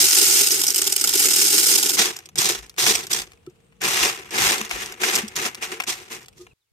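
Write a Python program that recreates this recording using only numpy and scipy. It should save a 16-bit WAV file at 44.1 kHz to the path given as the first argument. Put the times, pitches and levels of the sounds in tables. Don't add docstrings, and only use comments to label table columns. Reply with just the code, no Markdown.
import sys
import numpy as np
from scipy import signal
from scipy.fft import rfft, irfft, next_fast_len
from scipy.io import wavfile
from scipy.ndimage import uniform_filter1d, minimum_filter1d

SR = 44100
rng = np.random.default_rng(int(sys.argv[2]) if len(sys.argv) > 2 else 0)


def store_wav(level_fs):
    pcm = np.round(np.clip(np.atleast_2d(level_fs), -1, 1) * 32767)
    wavfile.write(sys.argv[1], SR, pcm.T.astype(np.int16))


def decibels_to_gain(level_db):
    exponent = np.asarray(level_db, float) / 20
    return 10 ** exponent


N = 296352
TIME = np.arange(N) / SR

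RAKE_FROM_S, COMB_S, PALM_S, TIPS_S, LIFT_S, LAST_SHOT_S = 1.97, 2.35, (3.812, 6.25), 5.86, 6.33, 6.535

# frequency in Hz, density in dB per Hz.
HUSH = [(15, -48.5), (25, -18), (78, -1), (384, -19.5), (463, -4.5), (545, -20.5), (818, -22),
        (2050, -30.5), (2690, -23.5), (5730, -41), (8140, -32), (13200, -43), (16000, -48.5)]
LAST_HUSH = [(24, -34), (40, -7), (124, 5), (189, -15.5), (467, -5.5), (542, -11), (3930, -9), (16000, -16)]
HUSH_DB, LAST_HUSH_DB = -59.5, -78

# time in seconds, pitch in Hz, level in dB.
BIRD_CALLS = [
    [(3.6, 7850, -88), (3.63, 8150, -73), (3.7, 8700, -73), (3.74, 8850, -88)],
    [(6.478, 2900, -72), (6.49, 2800, -64), (6.52, 2500, -64), (6.535, 2400, -82)],
    [(6.47, 4000, -78), (6.49, 3950, -72), (6.535, 3900, -84)],
    [(6.59, 4300, -98), (6.62, 3800, -82), (6.65, 3200, -88), (6.69, 2200, -84), (6.715, 2150, -90)],
]

# frequency in Hz, width in Hz, level in dB.
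TABLE_MODES = [(62, 53, -0.5), (132.5, 106, 5.5)]

# start in seconds, frequency in Hz, peak in dB, swell in seconds, decay by 60 dB in seconds.
SOFT_NUDGES = [(3.471, 360, -29, .007, .065), (3.468, 1310, -49, .004, .043), (3.47, 146, -44, .011, .1),
               (4.611, 215, -31, .004, .12), (5.232, 215, -25, .0094, .1), (6.385, 358, -37, .032, .12),
               (6.39, 1230, -57, .022, .1), (2.56, 52, -44, .05, .3), (3.17, 47, -52, .05, .3),
               (4.72, 50, -42, .028, .35), (4.0, 62, -41, .03, .25), (.02, 105, -43, .03, .15),
               (2.93, 70, -45, .03, .2), (4.46, 110, -44, .02, .12)]

# frequency in Hz, width in Hz, level in dB.
EMPTY_TANK_MODES = [(220.5, 18, -10.5), (325.7, 69, -4.5), (378.4, 91, 1), (459, 24, -6)]
BEDDED_TANK_MODES = [(232, 72, -7.5), (298.3, 23, -8.5), (367, 83, 2), (440, 31.8, 2.5)]

# frequency in Hz, density in dB per Hz.
POUR_TICK_COLOUR = [(1650, -32), (2800, -6), (3560, -7), (4210, -6.5), (5280, 2), (5980, -2.5), (6520, 3),
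                    (7330, -2.5), (8060, 1.5), (9960, -7), (11700, -1.5), (12400, -9), (13500, -7),
                    (15000, -10), (16000, -39.5)]
POUR_KNOCK_COLOUR = [(330, -47.5), (560, -12), (697, -19), (801, 0), (906, -10), (1200, -7.5), (1450, 4),
                     (1660, -3), (1990, 0), (2240, 2), (3200, -22), (4160, -44.5), (7040, -120)]
RAKE_TICK_COLOUR = [(1650, -12), (2800, -23), (3360, -1.5), (4030, -4.5), (5720, 0), (6620, 0.5),
                    (7330, -3.5), (8300, -4), (9820, -11.5), (11300, -8.5), (13500, -13), (15100, -16),
                    (16000, -39)]
RAKE_KNOCK_COLOUR = [(330, -46.5), (560, -8), (620, -13), (750, -1), (861, -6.5), (1100, -4), (1290, -3),
                     (1660, -3.5), (2360, 0), (2850, -3), (3200, -12), (4160, -54.5), (7040, -120)]

# time in seconds, tick peak in dB.
GLASS_LANDINGS = [(0.5145, 6.5), (0.585, -20), (0.615, -5.5), (.637, -3), (0.6671, -4.5), (0.6796, 7.5),
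                  (.704, -7.5), (0.745, -9), (.7605, -4), (0.7803, -4), (0.8176, -6), (0.842, -11.5),
                  (0.8719, -3.5), (0.9234, -0.5), (0.9633, -0.5), (1.0118, -4.5), (1.04, 15.5), (1.074, -2),
                  (1.0919, -3), (1.137, -4), (1.1945, 9.5), (1.207, -8), (1.2431, 5.5), (1.361, -1),
                  (1.7537, -3), (1.78, 3.5), (1.828, 10), (1.86, -9.5), (1.8931, 2.5), (1.935, -12.5)]
LANDING_KNOCK_DB = -22

# time in seconds, tick peak in dB, knock minus tick in dB.
HAND_STONES = [(2.3573, -19.5, -17.5), (2.3827, 5, -36.5), (2.556, -31, 1), (2.7822, -28, 8),
               (2.8663, -9, -3), (2.9118, -11.5, -15), (2.953, -6, -11.5), (3.0365, -24.5, -19),
               (3.0686, -21.5, -15), (3.1145, -26.5, -13.5), (3.1312, -0.5, -30), (3.8166, -19, -6),
               (4.308, -24.5, -17), (4.582, -15.5, -25), (4.613, -17.5, -5), (4.6496, -22.5, -10.5),
               (4.6946, -25, -13), (4.7117, -19, 2), (4.86, -21, -25), (5.036, -13.5, 2), (5.154, 1, -24.5),
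               (5.357, -19.5, -24), (5.364, -13.5, -23), (5.4617, -16.5, -5), (5.626, -22, -0.5),
               (5.8018, -19, 2), (5.82, -27, -4), (5.8372, -24, -5), (5.879, -27, -9)]
STRAY_STONES = [(2.1021, -48, -15), (2.166, -20, -20), (2.1892, -26.5, -10), (2.2574, -30, -15),
                (2.2894, -34, -8), (2.5844, -33, -21), (2.664, -39, -17), (2.6962, -28.5, -17),
                (2.7414, -49, -2), (2.7642, -40, -8), (3.3187, -40, -6), (3.3336, -45, -4),
                (3.3744, -58, 2), (3.4645, -43, -8), (3.4987, -51, -14), (3.7244, -57.5, 3),
                (4.923, -25, -11), (4.941, -36, -2), (5.2807, -23.5, -23), (5.5471, -22, -10.5),
                (6.2168, -44, -16), (6.2294, -39, -13), (6.2597, -39, -13), (6.2834, -33.5, -11.5),
                (6.3285, -52.5, -5), (6.4672, -48, 5.5)]

# time in seconds, flow in dB.
COLANDER_FLOW = [
    (0, -13),
    (.45, -15),
    (.6, -21.5),
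    (.85, -24.5),
    (1.12, -21.5),
    (1.22, -16),
    (1.76, -14.5),
    (1.81, -23),
    (1.96, -20.5),
]

# start in seconds, attack in seconds, hold in seconds, level in dB, release in dB per s.
HAND_SWEEPS = [(1.946, 0.066, 0.013, -15.5, 207), (2.356, 0.05, 0.096, -19, 223),
               (2.774, 0.024, 0.11, -17.5, 171), (3.096, 0.026, 0.0085, -23, 250),
               (3.106, 0.015, 0.08, -24.5, 457), (3.805, 0.059, 0.21, -21, 185),
               (4.307, 0.13, 0.083, -18, 300), (4.573, 0.011, 0.025, -35.5, 132),
               (4.697, .016, 0.022, -31.5, 150), (4.757, 0.049, 0.029, -32.5, 185),
               (4.997, 0.037, .15, -24.5, 337), (5.35, 0.02, 0.096, -28, 400),
               (5.609, 0.018, 0.016, -30, 208), (5.704, 0.012, 0.021, -37.5, 330),
               (5.866, .02, 0.0214, -23.5, 277), (5.946, .02, 0.017, -45.5, 124),
               (6.092, 0.037, 0.012, -35.5, 270), (6.349, 0.038, 0.026, -50.5, 350)]

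# knock under tick in dB, thump under tick in dB, spread of sizes in dB,
# table shaking in dB, all at full flow.
ACTION_STAGES = [
    (-15.5, -21, 3, -55),
    (-6, -13.5, 0, -47.5),
    (-8, -12.5, 2, -45),
    (-2.5, -9.5, -0.5, -48),
    (-6, -14, -1, -51),
    (-17, -11.5, -2, -44),
]

HITS_PER_S, PLACES = 900, 10
TICK_DELAY = 24

# frequency in Hz, left minus right in dB.
PORT_DIFFERENCE = [(60, 8.5), (110, -2.5), (200, 3), (380, -0.5), (700, 2.5), (1290, 5), (2380, 3.5),
                   (4400, -4), (8120, -3), (15000, 6)]


def unit(x):
    return x / np.sqrt(np.mean(x ** 2))


def colour(x, points):
    hz, db = np.transpose(points)
    grid = np.fft.rfftfreq(2048, 1 / SR)
    outline_db = np.interp(np.log(grid + 1), np.log(hz + 1), db)
    cepstrum = irfft(np.log(decibels_to_gain(outline_db)))
    cepstrum[1:1024] *= 2
    cepstrum[1025:] = 0
    taps = irfft(np.exp(rfft(cepstrum)))[:1024]
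    taps = taps / np.sqrt(np.sum(taps ** 2))
    return signal.oaconvolve(x, taps[None], axes=1)[:, :x.shape[1]]


def ring(x, modes):
    total, power = 0, 0
    for hz, width, db in modes:
        section = np.concatenate(signal.iirpeak(hz, hz / width, fs=SR))
        total = total + decibels_to_gain(db) * signal.sosfilt(np.tile(section, (2, 1)), x)
        power += decibels_to_gain(db) ** 2 * width * np.pi / 2 / SR
    return total / np.sqrt(power)


def walk(rate):
    k = int(SR / rate)
    held = np.repeat(rng.standard_normal(N // k + 1), k)
    return unit(uniform_filter1d(held, k)[:N])


def rumble_cut(x, hz, order=2):
    return signal.sosfilt(signal.butter(order, hz, "high", fs=SR, output="sos"), x)


def by_stage(shape, x, pouring, raking):
    late = TIME > RAKE_FROM_S
    return shape(x * ~late, pouring) + shape(x * late, raking)


def air():
    noise = rng.standard_normal((2, N))
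    before = decibels_to_gain(HUSH_DB) * colour(noise, HUSH)
    after = decibels_to_gain(LAST_HUSH_DB) * colour(noise, LAST_HUSH)
    mid, side = np.where(TIME < LAST_SHOT_S, before, after)
    side = rumble_cut(side, 300, order=1)
    return decibels_to_gain(2.3 * walk(2.0)) * np.array([mid + side, mid - side])


def birds():
    out = np.zeros(N)
    for call in BIRD_CALLS:
        s, hz, db = np.transpose(call)
        pitch = np.interp(TIME, s, hz) + 70 * walk(300)
        level_db = np.interp(TIME, s, db, -200, -200)
        out += decibels_to_gain(level_db + 3.5 * walk(80)) * np.sin(2 * np.pi * np.cumsum(pitch) / SR)
    return out


def flow():
    rest_db, onset_db = -75.5, 25.5
    power = decibels_to_gain(np.interp(TIME, *np.transpose(COLANDER_FLOW), right=-200)) ** 2 + decibels_to_gain(rest_db) ** 2
    palm_from, palm_to = PALM_S
    creak_db = -51 - 1.5 * (TIME - palm_from)
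    power = power + decibels_to_gain(creak_db) ** 2 * (TIME > palm_from) * (TIME < palm_to)
    for s, attack, hold, db, release in HAND_SWEEPS:
        span = slice(int(s * SR), int(s * SR) + SR)
        t = TIME[span] - s
        rise = np.clip(1 - t / attack, 0, 1)
        fall = np.clip(t - attack - hold, 0, 1)
        power[span] += decibels_to_gain(db - onset_db * rise ** 2 - release * fall) ** 2
    return 10 * np.log10(power)


def stage():
    now = np.array(ACTION_STAGES)[np.searchsorted([RAKE_FROM_S, COMB_S, PALM_S[0], TIPS_S, LIFT_S], TIME)].T
    full_db = -17
    short = np.clip(full_db - flow(), -5, 40)
    return now + np.array([[0.24], [0.33], [0.11], [-0.43]]) * short


def table():
    shared, own = rng.standard_normal(N), rng.standard_normal((2, N))
    shaking_db = uniform_filter1d(stage()[-1], size=2000) + 3.5 * walk(12)
    return decibels_to_gain(shaking_db) * rumble_cut(ring(shared + 0.54 * own, TABLE_MODES), 42)


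def nudges():
    out = np.zeros(N)
    for s, hz, db, swell, t60 in SOFT_NUDGES:
        t = np.clip(TIME - s, 0, None)
        rise = np.sin(np.pi / 2 * np.clip(t / swell, 0, 1)) ** 2
        decay = decibels_to_gain(db - 60 * np.clip(t - swell, 0, 2) / t60)
        out += rise * decay * np.sin(2 * np.pi * hz * t)
    return out


def panes(count, t60, echo_db, tint_db):
    n = np.arange(2048)
    hz = np.fft.rfftfreq(len(n), 1 / SR)
    together = 0.41 * hz ** 2 / (hz ** 2 + 3500 ** 2)
    out = []
    for _ in range(count):
        shared, own = rng.standard_normal(len(n)), rng.standard_normal((2, len(n)))
        lag = 10.18 + 3.52 * rng.standard_normal()
        rattle = decibels_to_gain(echo_db - 60 * n / SR / t60) * (n > 30)
        common = rattle * shared + (n == TICK_DELAY)
        delay = np.sqrt(1 - together ** 2) * np.exp(-2j * np.pi * lag * hz / SR)
        late = irfft(rfft(common) * (delay + together))
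        balance_db = 0.96 * rng.standard_normal() * np.array([[.5], [-.5]])
        pair = (np.array([common, late]) + 0.52 * rattle * own) * decibels_to_gain(balance_db)
        tint = zip(400 * 2 ** np.arange(0, 5.6, .8), tint_db * rng.uniform(-1, 1, 7))
        pair = colour(pair, list(tint))
        out.append(pair / np.sqrt(np.sum(pair ** 2) / 2))
    return out


def scatter(seconds, sizes, place, space):
    train = np.zeros((PLACES, N))
    at = np.clip((seconds * SR).astype(int) - TICK_DELAY, 0, N - 1)
    np.add.at(train, (place, at), sizes)
    size = next_fast_len(N + 4096)
    spectrum = sum(rfft(train[k], size) * rfft(space[k], size) for k in range(PLACES))
    return irfft(spectrum, size)[:, :N], train.sum(axis=0)


def overlap(tick, knock):
    tick_outline = [(800, -45), (1900, tick[1][1] - 16)] + tick[1:]
    knock_outline = knock[:-2] + [(4800, knock[-3][1] - 13), (10000, -45)]
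    return tick_outline, knock_outline


def tick_and_knock(tick_push, knock_push):
    pour_tick, pour_knock = overlap(POUR_TICK_COLOUR, POUR_KNOCK_COLOUR)
    rake_tick, rake_knock = overlap(RAKE_TICK_COLOUR, RAKE_KNOCK_COLOUR)
    tick = by_stage(colour, tick_push, pour_tick, rake_tick)
    return tick, by_stage(colour, knock_push, pour_knock, rake_knock)


def stones(space):
    landings = [(*row, LANDING_KNOCK_DB) for row in GLASS_LANDINGS]
    s, db, knock_db = np.transpose(sorted(landings + HAND_STONES + STRAY_STONES))
    place, gap, rebound = rng.random((len(s), 3)).T
    seconds = np.concatenate([s, s + 0.0012 + 0.0037 * gap])
    where = np.tile(((place + (s > RAKE_FROM_S)) * PLACES / 2).astype(int), 2)
    bounce = np.concatenate([np.ones(len(s)), decibels_to_gain(1.0 - 6.2 * rebound)])
    wet, push = scatter(seconds, bounce * decibels_to_gain(np.tile(db, 2)), where, space)
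    latest = np.clip(np.searchsorted(s, TIME + .001) - 1, 0, len(s) - 1)
    tick, knock = tick_and_knock(wet, wet * decibels_to_gain(knock_db[latest] + 19))
    thump = by_stage(ring, push, EMPTY_TANK_MODES, BEDDED_TANK_MODES)
    return decibels_to_gain(13.0) * tick + knock + decibels_to_gain(-13.0) * thump


def gravel(space):
    db, (knock_db, thump_db, spread_db, _) = flow(), stage()
    count = int(HITS_PER_S * N / SR)
    when, place, sign = rng.random((count, 3)).T
    at = (when * N).astype(int)
    spread = np.log(decibels_to_gain(spread_db[at]))
    sizes = np.exp(spread * np.clip(rng.standard_normal(count), -3, 2.8) - spread ** 2)
    slides = walk(90)
    slide_db = np.where(TIME < PALM_S[0], 1.51, 0.96) * slides
    sizes = sizes * decibels_to_gain(slide_db)[at] * np.sign(sign - .5)
    wet, push = scatter(at / SR, sizes * np.sqrt(SR / HITS_PER_S), (place * PLACES).astype(int), space)
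    tick, knock = tick_and_knock(wet, wet)
    lumps_db = 3.5 * unit(uniform_filter1d(slides, size=1200))
    thump = by_stage(ring, (push + wet) * decibels_to_gain(lumps_db), EMPTY_TANK_MODES, BEDDED_TANK_MODES)
    boom_db = 2.5 * TIME * (TIME < RAKE_FROM_S)
    return decibels_to_gain(db - 0.5) * (tick + decibels_to_gain(knock_db) * knock + decibels_to_gain(thump_db - 4.0 + boom_db) * thump)


def scene():
    space = panes(count=PLACES, t60=0.037, echo_db=-16, tint_db=3.0)
    bare = panes(count=PLACES // 2, t60=0.016, echo_db=-14, tint_db=4.5)
    bedded = panes(count=PLACES // 2, t60=0.033, echo_db=-23, tint_db=1.0)
    glass = rumble_cut(gravel(space) + stones(bare + bedded), 110)
    before_cut = np.clip((LAST_SHOT_S - TIME) / 0.0125, 0, 1)
    return (glass + nudges() + table()) * before_cut + air() + birds()


def low_pass(x):
    return signal.sosfilt(signal.butter(12, 17010, fs=SR, output="sos"), x)


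def record(dry):
    hz, db = np.transpose(PORT_DIFFERENCE)
    tilt = decibels_to_gain(np.interp(np.log(np.fft.rfftfreq(N, 1 / SR) + 1), np.log(hz), db) / 2)
    ports = irfft(rfft(dry) * np.array([tilt, 1 / tilt]), N)
    cut = signal.sosfilt(signal.ellip(8, .2, 60, 15900, fs=SR, output="sos"), ports)
    headroom = np.minimum(1, .93 / (np.abs(cut).max(axis=0) + 1e-9))
    gain = uniform_filter1d(minimum_filter1d(headroom, size=129), size=65)
    return low_pass(cut * gain)


dry = scene()
out = record(dry)
store_wav(out)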